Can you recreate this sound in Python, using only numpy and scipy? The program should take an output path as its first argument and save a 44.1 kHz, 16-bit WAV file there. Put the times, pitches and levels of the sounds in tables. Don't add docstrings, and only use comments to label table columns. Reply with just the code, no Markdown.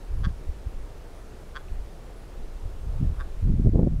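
import sys
import numpy as np
from scipy import signal
from scipy.io import wavfile
from scipy.ndimage import uniform_filter1d

SR = 44100
rng = np.random.default_rng(int(sys.argv[2]) if len(sys.argv) > 2 else 0)


def log_audio(samples):
    frames = np.atleast_2d(samples).T
    limited = np.clip(frames, -1, 1)
    pcm = np.round(limited * 32767).astype(np.int16)
    wavfile.write(sys.argv[1], SR, pcm)


def gain_from_db(level_db):
    decades = np.asarray(level_db, float) / 20
    return 10 ** decades


N = 176400

# pitch_hz, level_db (per Hz)
ROAR_SPECTRUM = [(35, -23), (60, -3.5), (291, -14.5), (394, -10.5), (1070, -23.5), (1260, -24),
                 (2200, -30.5), (9970, -41), (15500, -48)]
# pitch_hz, level_db
WHINE_TONES = [(10045, -97), (14788, -100)]
# start_s, level_db, pitch_hz
HOUSING_TICKS = [
    (1.3, -55, 4200),
    (1.6845, -46, 2600),
]
GUST_PEAKS = [.136, .225, .272, .492, .673, .775, .842, 1.493, 1.719, 1.786, 2.433, 2.558, 2.655, 2.897,
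              2.961, 3.03, 3.085, 3.123, 3.19, 3.393, 3.454, 3.503, 3.54, 3.598, 3.672, 3.758, 3.796, 3.833,
              3.873, 3.943]
# force_db, length_s, air_speed_m_per_s
GUST_FORCES = [(-25.5, 0.02, 1.4), (-25.5, 0.047, 2.66), (-22.5, 0.015, 4.45), (-24, 0.013, 1.26),
               (-23, 0.0045, 1.34), (-30, 0.031, 0.6), (-35, 0.011, 2.1), (-41, 0.0097, 1.6),
               (-26, 0.0069, 1.1), (-28, 0.024, 0.85), (-31.5, 0.047, 0.57), (-32, 0.0068, 0.57),
               (-27.5, .014, 2), (-28.5, 0.023, 3.8), (-29, 0.023, 3.3), (-22, 0.021, 4.9),
               (-20, 0.017, 2.36), (-29, 0.0079, 4.5), (-28, .024, 1.96), (-31.5, .012, 2.5),
               (-17.5, 0.014, 3.4), (-16.5, 0.023, 6.5), (-17, 0.0077, 4.3), (-17.5, 0.018, 6.1),
               (-10.5, 0.013, 8.36), (-14, 0.016, 13.7), (-16, 0.0098, 13.7), (-13.5, 0.013, 9.5),
               (-14, 0.0042, 12.3), (-19.5, 0.043, 3.9)]
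# time_s, force_db
BREEZE_FORCE = [(0.0, -33), (0.24, -28.5), (0.52, -35), (0.65, -33.5), (1.45, -37.5), (1.7, -32),
                (1.92, -36), (2.22, -35), (2.38, -40), (2.54, -33), (2.95, -25), (3.06, -31), (3.21, -27.5),
                (3.44, -25.5), (3.6, -22.5), (3.74, -12.5), (3.9, -32), (4.0, -25)]
# loudest_knock_s, knock_period_ms, fastest_offset_knocks, effort_peak_offset_knocks
CLUCK_ROLLS = [
    (.24855, 6.2, .5, .3),
    (1.56857, 6.58, 0.1, -.4),
    (3.2091, 6.97, .6, 0.0),
]
CLUCK_TUNING = [(1.04, 1.025), (.995, 1.0), (1.02, 1.085)]
# level_db, chest_db, mouth_db, snap_db
CLUCK_VOICES = [
    (-31, 8, 5, 7),
    (-29.5, 6.2, 2.9, 0.1),
    (-34.5, 9, -2, -3),
]
# pitch_hz, level_db, t60_s
CHEST_RING = (1090, -8, .02)
# pitch_hz, level_db, t60_s
THROAT_RINGS = [(1560, 0, .026), (1700, -13, .03), (1350, -11, .016)]
# pitch_hz, level_db, t60_s
MOUTH_RINGS = [(3300, -10, .018), (4550, -19, .015)]
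# pitch_hz, level_db, t60_s
SNAP_RINGS = [(6000, -26, .006), (5200, -20, .0015), (8000, -30, .002)]
# delay_s, level_db
ROCK_ECHOES = [(.012, -26), (.029, -25), (.041, -22)]

ROAR_DB = -47.5
WHIRR_S, WHIRR_LEN_S, WHIRR_HZ, WHIRR_WIDE_HZ, WHIRR_DB = 0.19, 0.044, 10450, 900, -83
EDDIES_PER_S, EDDY_SPREAD_DB = 140, 2.2
BLUR = 0.7
CORE = 2.2
LULL_DB = -5
BREEZE_SPEED = 1.005
REACH_HZ_PER_SPEED, FALL, TILT = 30.24, 1.24, 0.52
LOW_CUT_HZ = 20.6
DRAG, DRAG_POWER, SAG = 0.011, 2.6, 0.008
SWELL_DB, DULL_DB = -2.2, -1.1
ONSET_S, THIN_HZ = 0.00012, 726
CREST = 30
DUCK_DB, DUCK_SHARE, RECOVER_DB_S = -20, 0.33, 2.0
EDGE_HZ = 15760


def evened(x):
    return x / np.sqrt(np.mean(x ** 2) + 1e-20)


def add(mix, s, sound):
    part = mix[round(s * SR):][:len(sound)]
    part += sound[:len(part)]


def ring(hz, db, t60, rise_s):
    t = (np.arange(2000) - CREST) / SR
    decay = gain_from_db(db - 60 * np.maximum(t, 0) / t60)
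    rise = np.exp(-0.5 * (np.minimum(t, 0) / rise_s) ** 2)
    return decay * np.cos(2 * np.pi * hz * t) * rise


def roar():
    frames, hz = N // 256 + 5, np.fft.rfftfreq(1024, 1 / SR)
    a, b, c, d, patches = rng.standard_normal((frames, 513, 5)).T
    patches = uniform_filter1d(patches, size=12, axis=0)
    patches = evened(uniform_filter1d(patches, size=14, axis=1))
    f, level = np.transpose(ROAR_SPECTRUM)
    curve_db = np.interp(np.log(hz + 1), np.log(f + 1), level)[:, None]
    wind = (a + 1j * b) * gain_from_db(curve_db + 0.69 * patches)
    t = np.arange(frames) * 256 / SR
    from_beat = (t - WHIRR_S + 0.5) % 1 - 0.5
    beat = np.exp(-0.5 * (from_beat / WHIRR_LEN_S) ** 2)
    band = np.exp(-((hz[:, None] - WHIRR_HZ) / WHIRR_WIDE_HZ) ** 2)
    whirr = (c + 1j * d) * band * beat
    wind, whirr = signal.istft(np.array([wind, whirr]), nperseg=1024, noverlap=768)[1][:, :N]
    return gain_from_db(ROAR_DB) * evened(wind) + gain_from_db(WHIRR_DB) * evened(whirr)


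def camera():
    t = np.arange(N) / SR
    out = sum(np.sqrt(2) * gain_from_db(db) * np.sin(2 * np.pi * hz * t) for hz, db in WHINE_TONES)
    for s, db, hz in HOUSING_TICKS:
        add(out, s, ring(hz, db, 0.008, 0.0005))
    return out


def wind_force(t):
    peak_s = np.array(GUST_PEAKS)[:, None]
    db, length, _ = np.transpose(GUST_FORCES)[:, :, None]
    strong = gain_from_db(2 * db) * np.exp(-0.5 * ((t - peak_s) / length) ** 2)
    calm = gain_from_db(2 * (LULL_DB + np.interp(t, *np.transpose(BREEZE_FORCE))))
    return strong, calm


def eddies():
    step = round(SR / EDDIES_PER_S)
    draw = rng.random((2000, 3))[:N // step - 1]
    at = ((np.arange(len(draw)) + draw[:, 0]) * step).astype(int)
    height = gain_from_db(EDDY_SPREAD_DB * -np.log(draw[:, 2] + 0.02))
    train = np.zeros(N)
    train[at] = np.sign(draw[:, 1] - 0.42) * height
    train[(np.array(GUST_PEAKS) * SR).astype(int)] += CORE
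    return evened(train) + BLUR * rng.standard_normal(N)


def gusts():
    slow = signal.decimate(eddies(), 8, ftype="fir")
    hz, t, z = signal.stft(slow, SR / 8, nperseg=128, noverlap=112)
    speed = np.transpose(GUST_FORCES)[2][:, None]
    strong, calm = wind_force(t)
    mean_speed = ((strong * speed).sum(0) + calm * BREEZE_SPEED) / (strong.sum(0) + calm)
    reach_hz = REACH_HZ_PER_SPEED * np.maximum(mean_speed, 0.5)
    shape = np.exp(-(hz[:, None] / reach_hz) ** FALL) / (hz[:, None] + 130) ** TILT
    push = signal.istft(z * shape, SR / 8, nperseg=128, noverlap=112)[1]
    push = signal.resample_poly(push, 8, 1, window=("kaiser", 10))[:N]
    push = signal.sosfilt(signal.butter(2, LOW_CUT_HZ, "high", fs=SR, output="sos"), push)
    power = uniform_filter1d(uniform_filter1d(push ** 2, size=1500), size=900)
    push = push / np.sqrt(abs(power) + 1e-12)
    coarse = np.arange(0, N / SR + 0.01, 0.002)
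    strong, calm = wind_force(coarse)
    return push * np.interp(np.arange(N) / SR, coarse, np.sqrt(strong.sum(0) + calm))


def knock(u, jitter, low, high, chest_db, mouth_db, snap_db):
    throat_scale = low * jitter[0] * (1 - SAG * u)
    throat = sum(ring(hz * throat_scale, db, t60, ONSET_S) for hz, db, t60 in THROAT_RINGS)
    hz, db, t60 = CHEST_RING
    chest = ring(hz * low * jitter[1], db + chest_db - DULL_DB * u / 2, t60, ONSET_S)
    mouth = sum(ring(hz * high * jitter[2], db, t60, ONSET_S) for hz, db, t60 in MOUTH_RINGS)
    snap = sum(ring(hz, db, t60, ONSET_S / 2) for hz, db, t60 in SNAP_RINGS)
    return throat - chest + gain_from_db(mouth_db + DULL_DB * u) * mouth + gain_from_db(snap_db + DULL_DB * u) * snap


def grouse():
    out = np.zeros(N)
    k = np.arange(-4, 5)
    for roll, (low, high), (db, *balance) in zip(CLUCK_ROLLS, CLUCK_TUNING, CLUCK_VOICES):
        at, period_ms, shift, peak = roll
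        gaps = period_ms / 1000 * (1 + DRAG * abs(k + 0.5 - shift) ** DRAG_POWER)
        times = np.cumsum(gaps) - gaps
        starts = at + times - times[k == 0]
        jitters = 1 + 0.014 * rng.standard_normal((len(k), 3))
        for s, u, jitter in zip(starts, (k - peak) ** 2, jitters):
            sound = knock(u, jitter, low, high, *balance)
            add(out, s - CREST / SR, gain_from_db(db + SWELL_DB * u) * sound)
    for delay, db in ROCK_ECHOES:
        add(out, delay, gain_from_db(db) * out.copy())
    return signal.sosfiltfilt(signal.butter(3, THIN_HZ, "high", fs=SR, output="sos"), out)


def scene():
    return (grouse() + gusts() + roar() + camera())[None]


def band_limit(x):
    return signal.sosfilt(signal.butter(12, 15710, fs=SR, output="sos"), x)


def record(dry):
    power_db = 10 * np.log10(abs(uniform_filter1d(dry[0] ** 2, size=900)) + 1e-12)
    fall = np.arange(N) * RECOVER_DB_S / SR
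    held_db = np.maximum.accumulate(power_db + fall) - fall
    over_db = np.maximum(held_db - DUCK_DB, 0)
    ducked = dry / gain_from_db(DUCK_SHARE * uniform_filter1d(over_db, size=600))
    edge = signal.firwin(801, EDGE_HZ, window=("kaiser", 9), fs=SR)
    return band_limit(signal.oaconvolve(ducked, edge[None], "same"))


dry = scene()
out = record(dry)
log_audio(out)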